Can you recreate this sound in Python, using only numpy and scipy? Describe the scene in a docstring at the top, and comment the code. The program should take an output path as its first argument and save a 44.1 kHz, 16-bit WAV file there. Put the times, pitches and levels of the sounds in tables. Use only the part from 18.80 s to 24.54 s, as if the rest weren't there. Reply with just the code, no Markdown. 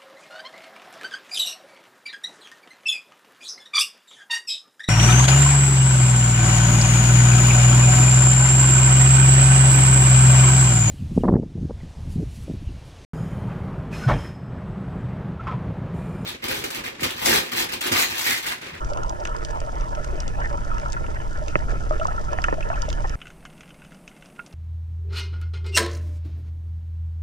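"""Water rushes round a waterproof camera case: shaped noise rumbles, and pulses churn in the case's resonances.
Bubbles ring as wobbling tones, gurgles as clusters of tones, and knocks as pushes through the case walls.
Behind them snapping shrimp crackle over a reef, made of short noise bursts and random clicks.
The rush stops abruptly and leaves a quiet, centred hum, a duller crackle and one last bubble."""
import sys
import numpy as np
from scipy import signal
from scipy.fft import rfft, irfft
from scipy.io import wavfile
from scipy.ndimage import uniform_filter1d

SR = 44100
rng = np.random.default_rng(int(sys.argv[2]) if len(sys.argv) > 2 else 0)


def put_to_file(sound):
    """Save the sound as 16-bit audio at rate SR, in the file named by the first command-line argument."""
    columns = np.atleast_2d(sound).T  # one column per channel
    safe = np.clip(columns, -1, 1)
    whole_steps = np.round(safe * 32767)
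    wavfile.write(sys.argv[1], SR, whole_steps.astype(np.int16))


N = 253120
T = np.arange(N) / SR  # time of every sample (s)


def amp(db):
    """Decibels to gain."""
    return 10 ** (np.asarray(db) / 20)


def unit(x):
    """Scales to rms 1."""
    return x / np.sqrt(np.mean(x ** 2) + 1e-20)


def noise(*shape):
    """White noise: all pitches equally strong."""
    return rng.standard_normal(shape)


def tone(hz, t, phase=0):
    """A steady sine."""
    return np.sin(2 * np.pi * hz * t + phase)


def decay(t, t60):
    """A fade that drops 60 dB in t60 seconds."""
    return amp(-60 * t / t60)


def swell(t, rise_s):
    """A soft start with time constant rise_s."""
    return 1 - np.exp(-t / rise_s)


def read(points, hz):
    """Reads a table on a log-frequency axis."""
    f, value = np.transpose(points)
    return np.interp(np.log(hz + 1), np.log(f + 1), value)


def follow(rows, axis=1):
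    """One column of a curve at every sample."""
    rows = np.array(rows)
    return np.interp(T, rows[:, 0], rows[:, axis])


def add(mix, s, sound):
    """Mixes a sound in at time s."""
    part = mix[..., round(s * SR):][..., :sound.shape[-1]]
    part += sound[..., :part.shape[-1]]


def band(x, lo_hz, hi_hz, order=3):
    """Causal band-pass."""
    return signal.sosfilt(signal.butter(order, [lo_hz, hi_hz], "band", fs=SR, output="sos"), x)


def colour(x, points, size=8192):
    """Causal filter of unit energy whose spectrum has the table's shape."""
    log_gain = np.log(amp(read(points, abs(np.fft.fftfreq(size, 1 / SR)))))
    # the Hilbert transform of the log gain gives the phase that makes the filter respond at once
    taps = np.fft.ifft(np.exp(np.conj(signal.hilbert(log_gain)))).real[:size // 2]
    taps = taps / np.linalg.norm(taps)
    return signal.fftconvolve(np.atleast_2d(x), taps[None], axes=1)[:, :N]


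def spread(pair, likeness):
    """Mixes two unrelated signals into left and right of a given likeness."""
    same = np.clip(read(likeness, np.fft.rfftfreq(N, 1 / SR)), -1, 1)
    mid, side = irfft(rfft(pair) * np.sqrt([1 + same, 1 - same]), N) / np.sqrt(2)
    return np.array([mid + side, mid - side])


def clicks(per_s, spread_db):
    """Random clicks of uneven size and either sign."""
    size = amp(spread_db * np.minimum(rng.exponential(1, N), 4))
    return size * rng.choice([-1, 1], N) * (rng.random(N) < per_s / SR)


# How strongly water moves past the case; churn and blips follow it too.
# Each row: time in seconds, buffeting in dB, churning in dB (both are base levels).
WATER_FLOW = [(0.0, -30, -43), (0.08, -27, -37), (0.45, -31.5, -40.5), (1.66, -26, -40.5),
              (2.69, -28.5, -43), (2.91, -23, -45), (3.04, -26, -40.5), (4.01, -26.5, -42.5),
              (4.19, -24, -43.5), (4.3, -28, -43)]
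# Tone of the rumbling eddies, also used by the wake. Each row: frequency in Hz, relative level in dB.
RUMBLE_TONE = [(10, -2), (22, 1.5), (45, -2.5), (70, -9.5), (100, -12.5), (128, -12.5), (190, -24.5),
               (330, -30), (700, -37), (6000, -100)]
# How alike the rumble is left and right. Each row: frequency in Hz, likeness from -1 to 1.
RUMBLE_LIKENESS = [(40, 0.75), (85, 0), (140, 0.034), (400, 0.77)]


def rumble():
    """Eddies buffet the case: low noise that follows the flow, a little stronger on the right."""
    eddies = spread(colour(noise(2, N), RUMBLE_TONE), RUMBLE_LIKENESS)
    return unit(eddies) * amp(follow(WATER_FLOW) + np.array([[1.0], [2.4]]))


# Resonances of the case. Each row: frequency in Hz, width in Hz before damping,
# relative level in dB before scaling by width, left-right phase difference in radians,
# left-right level difference in dB.
CASE_MODES = [(357.5, 47, -11.5, 0.086, 37.5), (466.6, 35, 1.5, 0.7, -6), (598.7, 64.6, 7, 1.13, 10),
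              (935, 67, 8, 2.77, 2), (983, 256, 7.5, 2.934, -2), (1339, 135, 10.5, 2.156, 0),
              (1481, 55, -4.5, 5.56, 6), (1708, 97, -7.5, 1.7, -20), (2190, 140, -26, 2.9, 25),
              (2540, 110, -26.5, 0.4, 17), (2910, 120, -12.5, 0.5, 0)]


def case(x, damping_hz):
    """The walls ring, each mode reaching the two microphones in its own phase."""
    t, ring = T[:SR // 8], 0
    half = np.array([[.5], [-.5]])  # each side takes half of the difference
    for hz, width_hz, db, phase, lean_db in CASE_MODES:
        fade = np.exp(-np.pi * (width_hz + damping_hz) * t)
        wave = np.cos(2 * np.pi * hz * t + half * phase)
        ring = ring + amp(db + half * lean_db) * width_hz * fade * wave
    return signal.fftconvolve(x[None], ring, axes=1)[:, :len(x)]


def sides(hz):
    """Phase at the left and right microphone of a tone that passes the case."""
    modes = np.array(CASE_MODES)
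    return np.array([[.5], [-.5]]) * np.interp(hz, modes[:, 0], modes[:, 3])


def patchy(x, depth_db):
    """Pockets of air come and go: narrow ranges of pitch are lifted or lowered for a moment."""
    z = signal.stft(x, nperseg=512)[2]
    field = noise(*z.shape[1:])
    for _ in range(2):  # smooth over pitch, then over time
        field = uniform_filter1d(uniform_filter1d(field, size=3, axis=0), size=6, axis=1)
    gain = amp(depth_db * np.clip(unit(field), -2, 2))
    return signal.istft(z * gain, nperseg=512)[1][:, :N]


def churn(surge_db=1.9):
    """Swarms of small pressure pulses ring the case, in uneven surges."""
    surge = amp(surge_db * unit(band(noise(N), 5.1, 17.8, order=2)))
    pulses = surge * clicks(per_s=1100, spread_db=2.7)
    ring = patchy(case(pulses, damping_hz=0), depth_db=3.8)
    low = unit(band(ring, 270, 1154)) * amp(follow(WATER_FLOW, axis=2) + 6.5)
    # the high resonances grow slowly: dB at the start, then dB per second
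    high = unit(band(ring, 1207, 3030)) * amp(-41.5 + 0.57 * T)
    return low + high


# Larger bubbles. Each row: start in seconds, level in dB before the swell softens it, pitch in Hz,
# time to fade by 60 dB in seconds, swell time constant in seconds.
BUBBLE_LIST = [(.116, -16, 591, 0.075, 0.0044), (0.513, -24.5, 1316, 0.1, .001),
               (1.708, -22, 581, 0.12, 0.011), (1.916, -20.5, 1300, 0.068, 0.00043),
               (2.059, -16.5, 1344, 0.041, 0.00031), (2.166, -19, 1411, 0.056, 0.00041),
               (2.616, -17.5, 609, 0.074, 0.0073), (3.109, -15, 617, 0.093, 0.00028),
               (3.109, -12, 1200, 0.022, 0.00043), (3.126, -19.5, 1254, 0.07, .002),
               (3.195, -15, 621, 0.058, 0.0039), (3.212, -16, 642, 0.093, 0.0025),
               (3.213, -15, 1318, 0.076, 0.0018), (3.2533, -1, 1060, 0.013, 0.0012),
               (3.281, -18.5, 726, 0.037, 0.0018), (3.282, -13, 1325, 0.061, 0.0044),
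               (3.378, -14.5, 1353, 0.055, 0.0024), (3.586, -17.5, 737, 0.034, 0.00034),
               (3.686, -15.5, 708, 0.035, .001), (3.781, -13.5, 630, 0.047, .005),
               (3.827, -20.5, 2610, 0.023, 0.0012), (3.902, -15, 680, 0.048, 0.0017),
               (3.916, -22, 1444, 0.035, 0.0012), (3.939, -26.5, 2580, 0.029, 0.0024),
               (3.976, -17.5, 1414, 0.025, .001), (4.083, -15.5, 615, 0.038, 0.0016),
               (4.25, -24, 1810, 0.039, .001), (4.338, -22, 1345, .05, .002)]


def bubbles():
    """Larger bubbles pinch off against the case and ring briefly, wobbling in pitch as they change shape."""
    out, t = np.zeros((2, N)), T[:SR // 6]
    for s, db, hz, t60, swell_s in BUBBLE_LIST:
        wobble = 0.041 * unit(band(noise(len(t)), 41, 340, order=2))  # share of the pitch
        turns = hz * np.cumsum(1 + wobble) / SR
        ring = tone(1, turns, sides(hz))
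        add(out, s, ring * amp(db) * decay(t, t60) * swell(t, swell_s))
    return out


# Knocks on the case. Each row: start in seconds, level at the strongest pitch in dB, that pitch in Hz,
# drop on either side in dB per octave, rattle length in seconds (the rattle's 60 dB fade takes 2.45 of these).
KNOCK_LIST = [(.453, -43, 1340, 5.5, 0.017), (2.208, -28.5, 427, 19, 0.026), (2.244, -34.5, 450, 15, .035),
              (2.282, -32.5, 395, 12, 0.035), (2.7548, -30, 265, 1, 0.0091), (3.254, -31.5, 855, 22, 0.042),
              (3.312, -36, 1030, 19, 0.024), (3.529, -34, 750, 25, 0.024),
              (3.586, -40.5, 1250, 3.5, 0.0071), (3.641, -29, 1410, 21, 0.019),
              (3.6827, -32.5, 786, 6.5, 0.017), (3.7253, -24.5, 400, 9.5, 0.023),
              (3.901, -39, 790, 7.5, 0.023), (4.243, -38, 800, 15, 0.02)]
# Pitch ranges in which a knock's ring is levelled. Each row: lower edge in Hz, upper edge in Hz.
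KNOCK_RANGES = [(110, 480), (480, 1150), (1150, 1800), (1750, 2700)]


def knocks(rattle=0.13):
    """Each knock is a sharp push with a short rattle, heard through the damped walls, plus a thump."""
    out, t = np.zeros((2, N)), T[:SR // 8]
    thump_hz = 161
    # the whole case is jolted: 11.5 dB on top of the knock's level at this pitch
    thump = tone(thump_hz, t) * amp(11.5) * decay(t, 0.059)
    for s, db, pitch_hz, fall_db, length_s in KNOCK_LIST:
        push = rattle * noise(len(t)) * decay(t, 2.45 * length_s)
        push[0] += 1.5
        ring = case(push, damping_hz=55.0)
        add(out, s, thump * amp(db - fall_db * abs(np.log2(thump_hz / pitch_hz))))
        for lo, hi in KNOCK_RANGES:
            octaves = abs(np.log2(np.sqrt(lo * hi) / pitch_hz))
            add(out, s, unit(band(ring, lo, hi, order=4)) * amp(db - fall_db * octaves))
    return out


# Small clouds of air torn loose. 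Each row: middle in seconds (the cloud is set 4 ms earlier),
# length in seconds, centre pitch in Hz, level in dB.
GURGLE_LIST = [(0.18, 0.064, 760, -34.5), (0.766, 0.06, 780, -30), (.95, 0.064, 730, -35),
               (1.032, 0.055, 1080, -32.5), (1.206, 0.035, 466, -37), (1.346, 0.067, 463, -35.5),
               (1.616, 0.11, 825, -32.5), (1.639, 0.085, 1694, -30), (2.077, 0.077, 940, -33),
               (2.368, 0.02, 1680, -32.5), (2.923, 0.11, 560, -35.5), (3.938, 0.069, 946, -29),
               (4.256, 0.023, 840, -27)]


def gurgles(scatter_hz=290, t60=0.017, rise=0.6):
    """Each is a cluster of tiny bubbles of like size, every one rising a little in pitch as it rings."""
    out, t = np.zeros((2, N)), T[:SR // 25]
    for s, length, pitch_hz, db in GURGLE_LIST:
        cloud = np.zeros((2, SR // 4))
        for when, size, shape in rng.random(size=(28, 3)):
            hz = pitch_hz + scatter_hz * (size - shape)
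            ring = tone(hz, t * (1 + rise * t), sides(hz)) * decay(t, t60) * swell(t, 0.0002)
            add(cloud, when * length, ring * np.sin(np.pi * when))  # loudest mid-cloud
        level = amp(db) * np.sqrt(length * SR / np.sum(cloud ** 2))
        add(out, s - length / 2 - .004, cloud * level)
    return out


def blips(t60=0.05, blip_db=11, spread_db=7, detune=0.16, count=70):
    """Stray small bubbles sound softly round two pitches of the case, as loud as the churning lets them."""
    out, t = np.zeros((2, N)), T[:SR // 12]
    for when, which, size, strength in rng.random((count, 4)):
        hz = (605 if which < .5 else 1350) * (1 + detune * (size - .5))
        ring = tone(hz, t, sides(hz)) * decay(t, t60) * swell(t, 0.0029)
        add(out, when * N / SR, ring * amp(blip_db + spread_db * (strength - .5)))
    return out * amp(follow(WATER_FLOW, axis=2))


# Snaps of the nearest shrimp. 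Each row: start in seconds, bright click in dB, low crack in dB.
SNAP_LIST = [(0.046, -54.5, -57), (0.134, -51, -48), (0.173, -51.5, -51.5), (0.2335, -49, -69),
             (0.295, -43.5, -62), (0.452, -41, -42.5), (0.473, -48.5, -44.5), (.565, -52, -66),
             (0.649, -42.5, -53), (0.709, -50, -70), (0.803, -46.5, -68), (1.009, -53.5, -56),
             (1.15, -52, -47.5), (1.2447, -46.5, -53), (1.4031, -45, -50), (1.479, -47.5, -64),
             (1.9818, -53, -45), (1.998, -53, -57), (2.122, -41.5, -72), (2.13, -44, -72),
             (2.264, -62, -48), (2.574, -54.5, -68), (2.682, -49, -50), (3.198, -58, -43.5),
             (3.2702, -45.5, -52), (3.531, -52.5, -51), (3.619, -47.5, -51), (3.64, -42, -33),
             (3.807, -57, -41.5), (4.0196, -37.5, -64), (4.089, -50, -46), (4.102, -46, -43),
             (4.128, -45.5, -43.5), (4.295, -49, -50), (4.4151, -66.5, -45), (4.455, -69, -52),
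             (4.469, -66, -50), (4.478, -62, -62), (4.5022, -63, -55.5), (4.626, -79, -62),
             (4.6517, -58.5, -47.5), (4.8069, -62, -52), (4.832, -77, -55), (4.891, -69, -58.5),
             (4.904, -69, -55), (5.0187, -73, -55.5), (5.049, -70, -59), (5.12, -70, -59.5),
             (5.1452, -66, -61), (5.277, -57.5, -53), (5.314, -77, -60), (5.423, -70, -53.5),
             (5.458, -60.5, -57.5), (5.662, -58.5, -61), (5.726, -61, -60)]
# Tone of bright clicks, here and in the distance. Each row: frequency in Hz, relative level in dB.
CLICK_TONE = [(1200, -35), (2900, -4.5), (3700, -5), (4350, -5.5), (4750, -0.5), (6500, -0.5), (7000, -4),
              (7900, -9), (9000, -19), (11000, -26.5), (14000, -34), (16000, -39)]
# Tone of low cracks, here and in the calm. Each row: frequency in Hz, relative level in dB.
CRACK_TONE = [(600, -12.5), (1050, -8), (1450, 9), (1850, -4), (2100, 7), (2350, 2.5), (2700, 7.5),
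              (3150, -3), (3600, -8), (12000, -101.5)]


def shrimp(t60, echo, rise_s, tint_db=4, count=9):
    """Claw snaps: a bright click and a lower, ringing crack, each tinted by its own path over the sand."""
    bright, low, t = np.zeros((2, N)), np.zeros((2, N)), T[:SR // 20]
    shape = (np.exp(-t / .0011) + echo * decay(t, t60)) * swell(t, rise_s)
    path_hz = np.geomspace(2000, 12000, count)
    for s, click_db, crack_db in SNAP_LIST:
        tint = np.c_[path_hz, tint_db * rng.uniform(-1, 1, count)]
        burst = noise(2, len(t)) * shape
        snap = unit(colour(burst, tint, size=512)[:, :len(t)])
        add(bright, s, snap * amp(click_db))
        add(low, s, snap * amp(crack_db))
    ring = tone(3000, t) * decay(t, 0.05)  # the crack leaves a short ring in the case
    ringing = signal.oaconvolve(low, ring[None] / np.linalg.norm(ring), axes=1)[:, :N]
    return colour(bright, CLICK_TONE) + colour(low, CRACK_TONE) + amp(-8.5) * ringing


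def colony(per_s, spread_db, t60, echo=0.4, count=8):
    """Random snaps from several patches of reef, each patch with its own short scatter."""
    t, out = T[:SR // 25], 0
    for _ in range(count):
        scatter = noise(2, len(t)) * (np.exp(-t / 0.00015) + echo * decay(t, t60))
        patch = clicks(per_s / count, spread_db)
        out = out + signal.oaconvolve(patch[None], scatter, axes=1)[:, :N]
    return unit(out)


def fizz():
    """Distant shrimp blend into a fizz that grows slowly."""
    dense = colony(per_s=2100, spread_db=-1.5, t60=0.012)
    sparse = colony(per_s=67, spread_db=4.5, t60=0.08, echo=1.0, count=4)
    # dB at the start, then dB per second
    return unit(colour(dense + amp(-2.5) * sparse, CLICK_TONE)) * amp(-56.5 + 0.64 * T)


def ticks():
    """Shrimp at middle distance are sparse enough to be heard one by one."""
    midway = colony(per_s=26, spread_db=2, t60=0.035, echo=0.25, count=8)
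    return unit(colour(midway, CLICK_TONE)) * amp(-58)


# Tone of the faint hiss. Each row: frequency in Hz, relative level in dB.
HISS_TONE = [(2000, -34), (7000, 0), (9000, 1.5), (11000, -2.5), (13000, -11.5), (16000, -48)]


def hiss():
    """A faint, steady bed of high noise."""
    return unit(colour(noise(2, N), HISS_TONE)) * amp(-62.5)


# How alike the reef sounds left and right. Each row: frequency in Hz, likeness from -1 to 1.
REEF_LIKENESS = [(2400, -.4), (2900, .5), (3600, .55), (4000, -.1), (5000, .7), (6200, .1), (6800, -.5),
                 (7900, .55), (9000, .1)]


def rush(near):
    """Everything heard while water streams past the case, with the near snaps."""
    reef = spread(fizz() + ticks() + hiss() + near, REEF_LIKENESS) * amp([[-.8], [.8]])
    return rumble() + churn() + blips() + gurgles() + knocks() + bubbles() + reef


# Ring of the last bubble's pulses. Each row: frequency in Hz, level in dB before the pulse's own level,
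# time to fade by 60 dB in seconds.
PULSE_RING = [(1100, -35, 0.015), (1380, -28, 0.018), (2190, -34, .014), (2600, -35, 0.017)]
# The pulses as it breaks free. Each row: start in seconds, gain on the ring in dB,
# swell time constant in seconds.
PULSE_LIST = [(5.5926, 5.5, .001), (5.5959, 4, 0.00093), (5.5975, -1, .0006)]


def plink(waver=0.036):
    """One last bubble: a wobbling note swells and fades, and short pulses ring as it breaks free."""
    since, t = T - 5.598, T[:SR // 8]  # time from the note's peak
    wobble = waver * unit(band(noise(N), 54, 250, order=2))
    turns = 1419 * np.cumsum(1 + wobble) / SR  # pitch in Hz
    slopes = np.exp(np.minimum(since / 0.0058, -since / .011))  # time constants (s)
    out = amp(-32) * tone(1, turns) * slopes
    ring = sum(tone(hz, t) * amp(db) * decay(t, t60) for hz, db, t60 in PULSE_RING)
    for s, level_db, swell_s in PULSE_LIST:
        add(out, s, ring * amp(level_db) * swell(t, swell_s))
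    return out * amp([[-3], [2.5]])  # leans right


CALM_S = 4.357  # the rush stops (s)


def wake():
    """Low eddies die away after the rush, by 15 dB per second."""
    since = np.maximum(T - CALM_S, 0)
    return unit(colour(noise(N), RUMBLE_TONE)) * amp(-48 - 15 * since)


def dull_crackle():
    """A sparser colony with more low crack than bright click."""
    far = colony(per_s=240, spread_db=4.5, t60=0.042)[0]
    return colour(far, CRACK_TONE) * amp(-63) + colour(far, CLICK_TONE) * amp(-71.5)


# Tone of the open water. Each row: frequency in Hz, relative level in dB.
HUM_TONE = [(25, -3), (45, -5), (90, -16), (165, 0.5), (260, -3.5), (480, -10), (580, -7), (1000, -15.5),
            (2500, -23.5), (3800, -31.5), (7200, -32), (8800, -24), (15000, -39.5)]


def hum():
    """Low hum of open water: shaped noise plus a narrow low band."""
    water = unit(colour(noise(N), HUM_TONE)) * amp(-51.5)
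    return water + unit(band(noise(N), 147, 190, order=2)) * amp(-55.0)


def calm(near):
    """Hum, dying eddies, duller crackle and near snaps in the centre; a last bubble to the right."""
    return hum() + wake() + dull_crackle() + near[:1] + plink()


def scene():
    """The rush gives way to the calm within 2 ms; the snaps turn from crisp to blunt."""
    settled = np.clip((T - CALM_S) / 0.002 + .5, 0, 1)
    crisp = shrimp(t60=.05, echo=.14, rise_s=.0002)
    blunt = shrimp(t60=0.069, echo=0.18, rise_s=0.00091)
    return (1 - settled) * rush(crisp) + settled * calm(blunt)


def record(dry):
    """The recorder's band limit: a low-pass at 15600 Hz."""
    taps = signal.firwin(511, 15600, window=("kaiser", 9), fs=SR)
    return signal.oaconvolve(dry, taps[None], "same")


dry = scene()
out = record(dry)
put_to_file(out)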